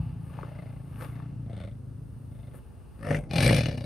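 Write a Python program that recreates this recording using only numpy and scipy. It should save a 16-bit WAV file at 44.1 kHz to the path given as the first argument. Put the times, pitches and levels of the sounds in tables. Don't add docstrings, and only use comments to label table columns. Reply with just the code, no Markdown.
import sys
import numpy as np
from scipy import signal
from scipy.fft import rfft, irfft, next_fast_len
from scipy.io import wavfile
from scipy.ndimage import uniform_filter1d, map_coordinates

SR = 44100
rng = np.random.default_rng(int(sys.argv[2]) if len(sys.argv) > 2 else 0)


def store_pcm(level_fs):
    pcm = np.round(np.clip(level_fs, -1, 1) * 32767).astype(np.int16)
    wavfile.write(sys.argv[1], SR, np.atleast_2d(pcm).T)


N = 169785

# t/s, frequency factor
THROAT_GLIDE = [(.6, 1.05), (1.48, 1.14), (1.62, 1.0), (3.17, 0.95), (3.3, 1.075), (3.43, 1.038),
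                (3.5, 0.94), (3.6, 1.0)]


def amp(db):
    return 10 ** (np.asarray(db) / 20)


def unit(x):
    return x / np.sqrt(np.mean(x ** 2) + 1e-20)


def clock():
    return np.arange(N) / SR


def along(points, hz):
    f, values = np.transpose(points)
    return np.interp(np.log(hz + 1), np.log(np.sort(f) + 1), values)


def gains(rows):
    s, *columns = np.transpose(rows)
    t = clock()
    fade = np.clip(1 + np.minimum(t - s[0], s[-1] - t) / .015, 0, 1)
    return [fade * amp(np.interp(t, s, db)) for db in columns]


def swells(rows):
    bells = np.array([np.exp(-((clock() - s) / half) ** 2) for s, half, *_ in rows])
    return amp(np.array(rows)[:, 2:]).T @ bells


def colour(x, spectrum):
    size = 16384
    cepstrum = irfft(np.log(amp(along(spectrum, np.fft.rfftfreq(size, 1 / SR)))))
    cepstrum[1:size // 2] *= 2
    cepstrum[size // 2 + 1:] = 0
    ring = irfft(np.exp(rfft(cepstrum)))
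    return signal.fftconvolve(x, ring / np.linalg.norm(ring))[:len(x)]


def cavity(x, spectrum, glide):
    warped = np.cumsum(np.clip(np.interp(clock(), *np.transpose(glide)), .5, 2))
    steady = np.interp(np.arange(int(warped[-1])), warped, np.arange(N))
    ringing = colour(map_coordinates(x, [steady]), spectrum)
    return map_coordinates(ringing, [warped])


def air(spectrum, gate=1):
    return colour(gate * rng.standard_normal(N), spectrum)


def outdoors():
    # f/Hz, level/dB
    spectrum = [(20, -28.5), (55, 13), (500, -12.5), (800, -23.5), (1300, -24), (2600, -39), (5000, -39),
                (7500, -44), (9000, -35.5), (15500, -62)]
    common = air(spectrum)
    sides = np.array([air(spectrum), air(spectrum)])
    return amp(-47) * unit(common + 1.21 * sides)


def yard(x):
    # f/Hz, level/dB
    balance = [(100, 0.84), (1100, 3.8), (6500, 4.3), (8300, 13), (12000, 1.2)]
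    # f/Hz, level/dB
    scatter = [(100, -37), (400, -7), (1000, -2.5), (2500, -5.5), (8000, -7.5), (14000, 8)]
    t60_s = 0.063
    size = next_fast_len(N + SR // 2)
    hz, t = np.fft.rfftfreq(size, 1 / SR), np.arange(SR // 3) / SR
    tail = rng.standard_normal((2, len(t))) * amp(-60 * t / t60_s)
    echo = rfft(tail / np.linalg.norm(tail[0]), size) * amp(along(scatter, hz))
    sides = amp(np.outer([.5, -.5], along(balance, hz)))
    return irfft(rfft(x, size) * (1 + echo) * sides / sides.mean(axis=0), size)[:, :N]


def spit(depth_db):
    flutter = unit(uniform_filter1d(rng.standard_normal(N), size=90))
    return unit(amp(depth_db * flutter))


def huffs():
    # t/s, half length/s, rush/dB, hiss/dB
    puff_swells = [(.39, 0.11, -54.5, -87), (1.025, 0.033, -46, -61.5), (1.04, 0.15, -56, -69.5),
                   (2.563, 0.027, -57.5, -65.5)]
    # f/Hz, level/dB
    rush_shape = [(150, -27), (300, 8), (1300, 3.5), (3000, -9.5), (7500, -27.5), (10000, -98)]
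    hiss_shape = [(4000, -48), (9000, 5.5), (12500, 1), (15500, -13)]
    nose_shape = [(5000, -54), (7800, -13.5), (8700, 3.5), (12500, -8.5), (15500, -13)]
    wheeze_shape = [(300, -30.5), (700, 20.5), (1500, 6), (2200, 1.5), (2800, 6), (3600, -5.5),
                    (4800, -5.5), (6500, -28), (9000, -59)]
    # t/s, level/dB
    nose_level = [(0, -74), (.17, -80.5), (.26, -72), (.55, -76), (.85, -76), (1.13, -85), (1.85, -81.5),
                  (2.35, -75.5), (2.85, -79), (3.0, -75)]
    wheeze_level = [(0, -57.5), (.2, -65), (.55, -58.5), (.85, -67.5), (1.2, -63), (1.7, -75.5),
                    (3.0, -67.5)]
    rush, hiss = swells(puff_swells)
    puffs = air(rush_shape, rush * spit(depth_db=5.0)) + air(hiss_shape, hiss)
    return puffs + air(nose_shape, gains(nose_level)[0]) + air(wheeze_shape, gains(wheeze_level)[0])


def smacks():
    # t/s, level/dB, f/Hz, t60/s
    clicks = [(.389, -28.5, 850, 0.0057), (0.431, -31, 1230, 0.0049), (.433, -43.5, 393, 0.022),
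              (1.201, -36, 1080, 0.0041), (2.544, -41.5, 490, 0.0073), (3.107, -28, 1890, .012),
              (3.112, -21.5, 556, 0.011), (3.146, -28, 1920, 0.013), (3.478, -22.5, 8270, 0.0059),
              (3.49, -19, 1960, 0.007), (3.509, -12, 525, 0.005)]
    # multiple of f, gain/dB
    modes = [(.5, -5.5), (0.999, 16), (1.45, -2.5)]
    out, t = np.zeros(N + SR), np.arange(SR // 20) / SR
    attack_s = 0.0016
    for s, db, hz, t60 in clicks:
        ring = sum(amp(level) * np.sin(2 * np.pi * (hz * k * t + rng.random())) for k, level in modes)
        out[int(s * SR):][:len(t)] += amp(db - 60 * t / t60) * (1 - np.exp(-t / attack_s)) * ring
    return out[:N]


def flaps(rate, jitter_s=.0003):
    s, hz = np.transpose(rate)
    t = np.arange(s[0], s[-1] + .01, 1 / SR)
    turns = np.cumsum(np.interp(t, s, hz)) / SR
    times = np.interp(np.arange(int(turns[-1]) + 1), turns, t)
    return times + jitter_s * rng.standard_normal(200)[:len(times)]


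def slaps(times, scatter_db, second, lag_s, lag_spread):
    size, extra, late = rng.standard_normal((200, 3))[:len(times)].T
    lag = lag_s * np.exp(lag_spread * late)
    at = np.r_[times, times + lag, times + 2 * lag]
    first = amp(scatter_db * size)
    height = np.r_[first, second * first * amp(scatter_db * extra), second ** 2 * first]
    height *= np.sqrt((times[-1] - times[0]) * SR / np.sum(height ** 2))
    return np.bincount(np.clip(at * SR, 0, N).astype(int), height, N + 1)[:N]


def bursts(thumps, width_s, delay_s, leak):
    t = np.arange(-SR // 40, SR // 40) / SR
    bell = np.exp(-((t - delay_s) / width_s) ** 2)
    power = np.abs(signal.fftconvolve(thumps ** 2, bell / bell.sum(), "same"))
    return np.sqrt((power + leak ** 2) / (1 + leak ** 2))


def excite(thumps, flow, slap):
    return np.sqrt(slap) * thumps + np.sqrt(1 - slap) * flow * rng.standard_normal(N)


def rumble():
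    # t/s, f/Hz
    rate = [(0.0, 33.62), (0.12, 29.79), (0.27, 26.33), (0.42, 29.75), (0.53, 27.64), (0.7, 28.95),
            (0.83, 26.81), (1.15, 29.45), (1.4, 29.44), (1.62, 27.9), (1.76, 24.92), (2.0, 27.82),
            (2.3, 26.42), (2.5, 23.78), (2.95, 22.4)]
    # t/s, lag/s
    lag = [(0, 0.0066), (1.45, 0.00747), (1.62, .0098), (1.8, .008)]
    # t/s, level/dB
    level = [(0, -32.5), (.3, -38.5), (.6, -41.5), (.95, -40.5), (1.16, -38.5), (1.5, -37.5), (1.75, -42),
             (2.33, -43.5), (2.5, -43), (2.68, -56), (2.98, -69)]
    # t/s, half length/s, throat/dB, mouth/dB, tick/dB
    partings = [(.6, 0.22, -56.5, -64, -99), (1.17, 0.11, -63, -63.5, -80), (1.5, .045, -61, -82, -107),
                (1.605, 0.09, -50.5, -57.5, -62), (2.43, 0.12, -61.5, -71, -76)]
    # f/Hz, level/dB
    chest_shape = [(20, -60), (40, -9), (60, 5), (84, 9), (114, 10.5), (150, 3.5), (180, 5.5), (215, -4.5),
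                   (270, -6.5), (330, -23), (800, -47), (3000, -110)]
    throat_shape = [(200, -45), (380, -10), (500, -10.5), (600, -1.5), (700, -8.5), (830, -19.5),
                    (3500, -81.5)]
    mouth_shape = [(800, -14), (1400, 4.5), (1650, -5), (2100, 6.5), (2400, -5), (3000, -14), (4100, -12.5),
                   (7500, -34), (8500, -20), (15000, -84)]
    tick_shape = [(900, -19), (1900, -17), (2700, -3), (3500, 8.5), (5500, -18), (7400, -21), (8500, -3.5),
                  (14000, -35)]
    # t/s, frequency factor
    chest_glide = [(0, 0.89), (.4, 1.01), (1.45, 1.08), (1.9, 1.016)]
    chest, = gains(level)
    throat, mouth, tick = swells(partings)
    times = flaps(rate)
    lag_s = np.interp(times, *np.transpose(lag))
    thumps = slaps(times, scatter_db=.8, second=.68, lag_s=lag_s, lag_spread=.08)
    murmur = amp(-12) * rng.standard_normal(N)
    flow = bursts(thumps, width_s=0.0028, delay_s=0.00044, leak=0.21)
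    body = cavity((thumps + murmur) * chest, chest_shape, chest_glide)
    throat_drive = excite(thumps, flow, slap=0.42) * (throat + amp(-44) * chest)
    rasp = cavity(throat_drive, throat_shape, THROAT_GLIDE)
    breath = air(mouth_shape, flow * mouth)
    ticks = colour(excite(thumps, flow, slap=.5) * tick, tick_shape)
    return body + rasp + breath + ticks


def open_growl(level, thumps, flow, mouth_shape, slap):
    # f/Hz, level/dB
    chest_shape = [(20, -104), (42, -4), (72, -2), (112, 2), (155, 2.5), (190, -9), (240, -4.5),
                   (330, -16.5), (480, -21.5), (800, -30.5), (1500, -52), (6000, -110)]
    throat_shape = [(200, -60), (350, -5.5), (450, -1), (520, 3), (590, 5.5), (680, -2.5), (760, 1),
                    (880, -20), (1020, -10.5), (1400, -51), (3500, -111)]
    teeth_shape = [(5000, -66), (7600, -1.5), (8400, 7.5), (9800, 6.5), (11500, -3.5), (13000, -10),
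                   (15500, -21)]
    # t/s, frequency factor
    jaw_glide = [(3.02, 0.91), (3.19, 1.175), (3.3, 1.02), (3.37, 0.99), (3.44, 0.99), (3.499, 0.97),
                 (3.588, 1.014), (3.85, 0.97)]
    chest, throat, mouth, hiss = gains(level)
    body = colour(thumps * chest, chest_shape) + amp(-9) * air(chest_shape, chest)
    roar = cavity(excite(thumps, flow, slap) * throat, throat_shape, THROAT_GLIDE)
    rattle = cavity(excite(thumps, flow, slap) * mouth * spit(depth_db=3.5), mouth_shape, jaw_glide)
    return body + roar + rattle + air(teeth_shape, flow * hiss * spit(depth_db=3))


def grunt():
    # t/s, f/Hz
    rate = [(2.99, 55.4), (3.08, 49.51), (3.17, 51.72), (3.26, 25.08)]
    # t/s, chest/dB, throat/dB, mouth/dB, hiss/dB
    level = [(2.97, -47, -74, -70.5, -83), (3.06, -36, -40, -46.5, -63), (3.112, -26, -35, -42, -57),
             (3.165, -28.5, -36, -41.5, -58), (3.205, -39, -47, -61.5, -66.5),
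             (3.3, -28.5, -62, -71.5, -85)]
    # f/Hz, level/dB
    mouth_shape = [(900, -15), (1340, 3), (1600, -7), (1880, 6.5), (2200, -1), (2550, -9), (2800, -7),
                   (3600, -18), (4900, -17), (5500, -14.5), (7000, -31), (9000, -81)]
    times = flaps(rate)
    odd_flap = np.searchsorted(times[1:] - .005, clock()) % 2
    alternate = amp(-5.0 * (odd_flap - .5))
    thumps = alternate * slaps(times, scatter_db=-2.5, second=0.33, lag_s=0.0053, lag_spread=0.18)
    flow = bursts(thumps, width_s=0.0018, delay_s=0.0039, leak=0.91)
    return open_growl(level, thumps, flow, mouth_shape, slap=0.051)


def snarl():
    # t/s, f/Hz
    rate = [(3.28, 27.37), (3.33, 43.82), (3.39, 40.2), (3.42, 51.29), (3.45, 56.74), (3.485, 71.6),
            (3.51, 54.26), (3.55, 55.97), (3.6, 39.35), (3.67, 38.52), (3.72, 33.25), (3.85, 28.51)]
    # t/s, chest/dB, throat/dB, mouth/dB, hiss/dB
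    level = [(3.305, -33.5, -43.5, -48.5, -62.5), (3.37, -23.5, -31, -32.5, -46),
             (3.44, -23, -35.5, -31, -41), (3.505, -18, -30, -32, -46), (3.575, -27, -39.5, -33, -49.5),
             (3.68, -27.5, -39.5, -41, -59.5), (3.76, -33, -45.5, -50, -66.5),
             (3.85, -34, -46.5, -53.5, -64)]
    # f/Hz, level/dB
    mouth_shape = [(900, -21), (1340, -4.5), (1520, -5), (1930, 3), (2120, -2), (2400, 9.5), (2660, -6.5),
                   (2920, 2), (3150, -6), (3450, -1), (3700, -8.5), (4000, 2.5), (4300, -2.5), (4700, -4.5),
                   (5100, -7.5), (5600, -7.5), (7200, -23), (9000, -63)]
    fang_shape = [(3600, -42), (4700, -4), (5900, -36)]
    thumps = slaps(flaps(rate), scatter_db=1.8, second=0.45, lag_s=0.00731, lag_spread=0.3)
    flow = bursts(thumps, width_s=.003, delay_s=.002, leak=.28)
    whistle = amp(-33) * air(fang_shape, gains(level)[0])
    return open_growl(level, thumps, flow, mouth_shape, slap=0.045) + whistle


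def scene():
    return outdoors() + yard(rumble() + grunt() + snarl() + huffs() + smacks())


def record(dry):
    top_hz = 15750
    size = next_fast_len(N + SR // 2)
    passband = np.fft.rfftfreq(size, 1 / SR) < top_hz
    return irfft(rfft(dry, size) * passband, size)[:, :N]


dry = scene()
out = record(dry)
store_pcm(out)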